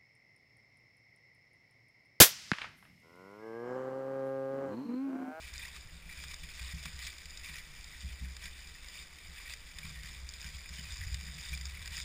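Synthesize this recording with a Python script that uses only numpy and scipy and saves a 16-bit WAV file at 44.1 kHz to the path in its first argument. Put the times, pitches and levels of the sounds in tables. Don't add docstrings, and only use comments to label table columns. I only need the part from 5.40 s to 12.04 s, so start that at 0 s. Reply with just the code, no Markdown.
import sys
import numpy as np
from scipy import signal
from scipy.fft import rfft, irfft
from scipy.io import wavfile
from scipy.ndimage import uniform_filter1d

SR = 44100
rng = np.random.default_rng(int(sys.argv[2]) if len(sys.argv) > 2 else 0)


def store_pcm(level_fs):
    pcm = np.round(np.clip(level_fs, -1, 1) * 32767).astype(np.int16)
    wavfile.write(sys.argv[1], SR, np.atleast_2d(pcm).T)


N = 292824

# centre_hz, width_hz, crunch_db, snap_db
CASE_MODES = [(650, 125, -18.5, -44), (960, 260, -16.5, -37), (1190, 360, -13.5, -27.5),
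              (1590, 290, -7.5, -19.5), (1948, 360, 0.5, -26), (2198, 120, -2.5, -17), (2345, 167, 3, -29),
              (2528, 307, -2, -29), (2963, 450, -6.5, -29), (3360, 240, -5, -47), (3627, 300, -2.5, -2),
              (4070, 1520, -10, -30), (4780, 320, -4.5, -2.5), (4984, 350, -8, 3), (5276, 360, -5.5, -7),
              (5740, 680, -12.5, -11)]
# time_s, crunch_db, crackle_db
ROLLING_LEVELS = [(0.0, -52, -58), (0.2, -53, -61), (0.46, -60.5, -56), (0.72, -60, -75), (0.85, -59, -57),
                  (1.46, -51, -53), (1.83, -57, -57), (2.05, -57.5, -55), (2.25, -56, -59.5),
                  (2.88, -57.5, -57.5), (3.18, -56, -56.5), (3.85, -59, -60), (4.18, -59, -57.5),
                  (4.62, -53.5, -58.5), (4.83, -56.5, -57), (5.64, -51.5, -50.5), (6.05, -54.5, -51.5),
                  (6.23, -56.5, -52), (6.45, -51.5, -63), (6.64, -55.5, -43.5)]
# peak_time_s, crunch_db, crackle_db, length_s
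LEAF_HEAPS = [(0.23, -49.5, -58, 0.103), (0.364, -51, -59, 0.043), (0.717, -53, -63, 0.065),
              (0.808, -51, -54.5, 0.097), (0.916, -45.5, -56, 0.017), (1.2, -53.5, -68, 0.088),
              (1.268, -51.5, -57, 0.11), (1.659, -48, -65, 0.079), (2.072, -47.5, -70, 0.068),
              (2.163, -48.5, -72, 0.055), (2.614, -55, -56, 0.043), (2.727, -53.5, -65, 0.02),
              (3.048, -49.5, -73, 0.059), (3.566, -51.5, -56, 0.097), (4.003, -51, -75, 0.102),
              (4.105, -48.5, -62, 0.064), (4.465, -53, -58, 0.094), (4.66, -52.5, -72, 0.066),
              (5.048, -51, -54, 0.079), (5.522, -49.5, -52, 0.038), (6.062, -49, -52.5, 0.084),
              (6.139, -46, -56, 0.036), (6.56, -44.5, -53, 0.0705)]
# centre_hz, width_hz, level_db
SWAY_MODES = [(65.58, 7.15, -0.5), (73.7, 30, -20)]
# centre_hz, width_hz, level_db
SHUDDER_MODES = [(119, 30, -21), (135.1, 9.3, 0), (154.6, 26.5, 5.5), (217, 26, -9)]
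# time_s, sway_db, shudder_db
GROUND_ROUGHNESS = [(0.0, -53, -68), (0.83, -63.5, -67.5), (1.48, -54, -71), (1.9, -57.5, -72.5),
                    (2.5, -58, -66), (2.72, -53.5, -70.5), (4.18, -65, -72), (4.55, -54, -60.5),
                    (5.49, -55, -78), (5.84, -48.5, -53), (6.44, -52.5, -66), (6.64, -49.5, -60)]
# start_s, sway_db, shudder_db
WHEEL_DROPS = [(0.13, -47.5, -72), (0.52, -49, -55.5), (0.65, -58, -57.5), (0.77, -46.5, -61),
               (0.85, -47, -57), (1.03, -52, -58), (1.207, -37.5, -55), (1.333, -40, -45.5),
               (1.45, -54, -49), (1.53, -45.5, -57), (2.09, -52, -55), (2.631, -38.5, -50),
               (2.81, -37.5, -45.5), (2.86, -43, -62), (3.04, -54, -55), (3.24, -56.5, -61),
               (3.88, -52.5, -59), (4.08, -55, -68), (4.44, -45.5, -50), (4.5, -52, -54), (4.61, -53, -58),
               (4.7, -58, -68), (4.84, -47, -67), (5.041, -47, -50), (5.13, -44.5, -61.5),
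               (5.3, -45.5, -53.5), (5.38, -48.5, -48), (5.586, -38.5, -58), (5.66, -40.5, -58),
               (5.715, -35, -53), (5.87, -49, -55), (6.114, -36, -48.5), (6.2, -41, -57), (6.5, -46, -56)]
# frequency_hz, density_db (per Hz)
ROCKING_SPECTRUM = [(8, -5.5), (17, 3), (26, -5), (48, 1), (70, -9.5), (110, -21), (250, -26), (600, -29),
                    (1200, -34), (3000, -84)]
# frequency_hz, density_db (per Hz)
AIR_SPECTRUM = [(150, -4), (350, -2.5), (650, -6), (1100, 4.5), (2200, 10), (4000, 0.5), (5800, 0)]
# start_s, level_db, dull_part_db (relative to level_db)
LEAF_SNAPS = [(0.1374, -33.5, -4), (0.179, -29, -20), (0.8823, -33, -21), (0.9412, -29, -9),
              (1.4555, -38, -11), (1.5902, -31, -3), (1.7827, -34.5, -3.5), (1.8557, -32.5, -5),
              (1.906, -34.5, -20), (1.9733, -29.5, -20), (2.4422, -34.5, -6), (2.9663, -30.5, -8),
              (3.485, -33.5, -20), (4.096, -36, 4.5), (4.136, -30, -1), (4.3853, -30, -1.5),
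              (4.6333, -34.5, -5), (4.8895, -27.5, -27), (4.9376, -30.5, -28), (5.0149, -31, -12),
              (5.2906, -34, -24), (5.5698, -31, -20), (5.7224, -40, -2), (5.7432, -27, -3),
              (5.8091, -32, -5), (6.1738, -32, -2.5), (6.211, -32, -5), (6.2545, -26, -10),
              (6.4574, -30, -4), (6.475, -31, 0), (6.5679, -25, -18), (6.5998, -25, -6.5),
              (6.616, -29, -13)]
# start_s, level_db, knock_db (change of the low resonances)
LEAF_CRUSHES = [(0.2546, -45, -4), (0.837, -41, 8), (0.935, -42, 8), (1.0345, -43, -3), (1.088, -46, -3),
                (1.1925, -40, -1), (1.4547, -36.5, 9), (1.667, -37, -7), (2.139, -44, -9),
                (2.182, -40.5, -3), (3.055, -37.5, -15), (3.784, -45, 0), (5.983, -42.5, -1.5),
                (6.576, -38, -13)]

UNEVEN_DB, UNEVEN_HZ = 1.5, 18.4
LUMPY_DB, LUMPY_HZ = 4, 17.4
JOLT_RISE_S, SWAY_DECAY_S, SHUDDER_DECAY_S = 0.01, 0.055, 0.039
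SNAP_S, DULL_SNAP_S, CRUSH_S = 0.0008, 0.004, 0.0057
SMALL_SNAPS_PER_S, SMALL_SNAP_DB, SMALL_SNAP_SPREAD_DB = 14, 15, 1
RING_SCATTER_DB = 2.8
HOLD_HZ, CUTOFF_HZ = 12000, 15300


def from_db(db):
    return 10 ** (np.asarray(db) / 20)


def power_sum(a_db, b_db):
    return 20 * np.log10(np.hypot(from_db(a_db), from_db(b_db)))


def rms_one(x):
    return x / np.sqrt(np.mean(x ** 2) + 1e-20)


def in_time(rows):
    s, *columns = np.transpose(rows)
    return [np.interp(np.arange(N) / SR, s, column) for column in columns]


def drift(corner_hz):
    step = 40
    pole = np.exp(-2 * np.pi * corner_hz * step / SR)
    points = rng.standard_normal(N // step + 2002)
    slow = signal.lfilter([1], [1, -2 * pole, pole * pole], points)[2000:]
    return np.interp(np.arange(N) / step, np.arange(len(slow)), rms_one(slow))


def evened(x, seconds):
    size = max(int(seconds * SR), 2)
    power = uniform_filter1d(uniform_filter1d(x ** 2, size), size)
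    return x / np.sqrt(np.abs(power) + 1e-12)


def noise(spectrum):
    hz, db = np.transpose(spectrum)
    log_bins = np.log(np.arange(N // 2 + 1) * SR / N + 1e-3)
    gain = from_db(np.interp(log_bins, np.log(hz), db))
    return rms_one(irfft(rfft(rng.standard_normal(N)) * gain, N))


def resonate(x, hz, width):
    r = np.exp(-np.pi * width / SR)
    gain = (1 - r * r) / 2
    section = [gain, 0, -gain, 1, -2 * r * np.cos(2 * np.pi * hz / SR), r * r]
    return signal.sosfilt([section] * 2, x + 1e-18)


def add(out, s, sound):
    start = max(round(s * SR), 0)
    out[start:start + len(sound)] += sound[:max(N - start, 0)]


def case_modes(brittle):
    return [(hz, width, snap_db if brittle else crunch_db) for hz, width, crunch_db, snap_db in CASE_MODES]


def fractures(per_s, spread_db, seconds, colour_db, wander_db, brittle):
    at = np.flatnonzero(rng.random(N) < per_s / SR)
    sizes_db = spread_db * np.minimum(rng.exponential(1, len(at)), 4)
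    out = np.zeros(N)
    for hz, width, db in case_modes(brittle):
        colours_db = colour_db * np.clip(rng.standard_normal(len(at)), -2, 2)
        power = np.zeros(N)
        power[at] = from_db(sizes_db + colours_db) ** 2
        force = np.sqrt(signal.lfilter([1], [1, -np.exp(-2 / (seconds * SR))], power + 1e-12))
        gain = from_db(db + wander_db * drift(13.6))
        out += gain * resonate(force * rng.standard_normal(N), hz, width)
    return out


def heaps(column):
    t = np.arange(N) / SR
    power = np.zeros(N)
    for s, *levels_db, seconds in LEAF_HEAPS:
        bell = np.exp(-np.minimum((2 * (t - s) / seconds) ** 2, 50))
        power += from_db(levels_db[column]) ** 2 * bell
    return 10 * np.log10(power)


def leaf_bed(crunch_db, crackle_db):
    crunch = fractures(per_s=480, spread_db=2.5, seconds=0.0031, colour_db=3.0, wander_db=4.0, brittle=False)
    crackle = fractures(per_s=360, spread_db=1.0, seconds=SNAP_S, colour_db=1.5, wander_db=3.0, brittle=True)
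    return from_db(crunch_db) * evened(crunch, 0.11) + from_db(crackle_db) * evened(crackle, 0.035)


def drivetrain(crunch_db):
    effort_db = crunch_db - np.mean(crunch_db)
    turns_per_s = 110 * from_db(0.321 * effort_db + 0.377 * drift(5.04))
    mesh = from_db(2.2 * np.cos(2 * np.pi * np.cumsum(turns_per_s) / SR))
    rasp = sum(from_db(db) * resonate(mesh * rng.standard_normal(N), hz, width)
               for hz, width, db in case_modes(brittle=False))
    return from_db(-56.5 + 0.74 * effort_db) * rms_one(rasp)


def jolts(column, decay_s):
    t = np.arange(SR) / SR
    shape = np.minimum(t / JOLT_RISE_S, 1) * np.exp(-np.maximum(t - JOLT_RISE_S, 0) / decay_s)
    power = np.zeros(N)
    for s, *levels_db in WHEEL_DROPS:
        add(power, s, (from_db(levels_db[column]) * shape) ** 2)
    return 10 * np.log10(power + 1e-14)


def camera_arm():
    out = from_db(-54.5) * noise(ROCKING_SPECTRUM)
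    soft_tyres = signal.butter(6, 225, fs=SR, output="sos")
    ground_db = in_time(GROUND_ROUGHNESS)
    mode_sets = [(SWAY_MODES, SWAY_DECAY_S), (SHUDDER_MODES, SHUDDER_DECAY_S)]
    for column, (modes, decay_s) in enumerate(mode_sets):
        shaking_db = ground_db[column] - 0.8 + LUMPY_DB * drift(LUMPY_HZ)
        level_db = power_sum(shaking_db, jolts(column, decay_s))
        impulses = (rng.random(N + SR) < 120 / SR) * rng.standard_normal(N + SR)
        knocks = signal.sosfilt(soft_tyres, impulses + 1e-18)
        ringing = sum(from_db(db) * resonate(knocks, hz, width) for hz, width, db in modes)[SR:]
        out += from_db(level_db + 0.27) * evened(rms_one(ringing), 0.035)
    return out


def still_air():
    return from_db(-59.5) * noise(AIR_SPECTRUM)


def tear(seconds, brittle, knock_db=0):
    t = np.arange(SR // 20) / SR
    stutter = from_db(3.0 * rng.standard_normal(len(t) // 20 + 1)).repeat(20)[:len(t)]
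    force = np.exp(-(t / seconds) ** 1.3) * stutter
    burst = np.zeros(len(t))
    for hz, width, db in case_modes(brittle):
        db = db + knock_db * (hz < 1750) + RING_SCATTER_DB * rng.standard_normal()
        ringing = resonate(force * rng.standard_normal(len(t)), hz, 1.07 * width)
        burst += from_db(db) * np.sqrt(width) * rms_one(ringing)
    return burst / np.sqrt(2 * uniform_filter1d(burst ** 2, size=64).max())


def breaking_leaves(crackle_db):
    out = np.zeros(N)
    for s, level_db, dull_db in LEAF_SNAPS:
        add(out, s, from_db(level_db - 7.0) * tear(SNAP_S, brittle=True))
        add(out, s, from_db(level_db + dull_db - 7.5) * tear(DULL_SNAP_S, brittle=False))
    for s, level_db, knock_db in LEAF_CRUSHES:
        add(out, s, from_db(level_db + 1.6) * tear(CRUSH_S, brittle=False, knock_db=knock_db))
    for at in np.flatnonzero(rng.random(N) < SMALL_SNAPS_PER_S / SR):
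        level_db = crackle_db[at] + SMALL_SNAP_DB + SMALL_SNAP_SPREAD_DB * rng.standard_normal()
        add(out, at / SR, from_db(level_db - 5.5) * tear(SNAP_S, brittle=True))
    return out


def scene():
    rolling_db, brittle_db = in_time(ROLLING_LEVELS)
    uneven_db = UNEVEN_DB * drift(UNEVEN_HZ)
    crunch_db = power_sum(rolling_db - 1.0 + uneven_db, heaps(0) - 0.7)
    crackle_db = power_sum(brittle_db - 3.0 + uneven_db, heaps(1))
    truck = leaf_bed(crunch_db, crackle_db) + drivetrain(crunch_db) + camera_arm()
    return (truck + still_air() + breaking_leaves(brittle_db))[None]


def record(dry):
    slow = signal.resample_poly(dry, HOLD_HZ, SR, axis=1)
    steps = np.repeat(slow, 4, axis=1)
    held = signal.resample_poly(steps, SR, 4 * HOLD_HZ, axis=1)[:, :N]
    low_pass = signal.ellip(12, .1, 80, CUTOFF_HZ, fs=SR, output="sos")
    return signal.sosfilt(low_pass, held)


dry = scene()
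out = record(dry)
store_pcm(out)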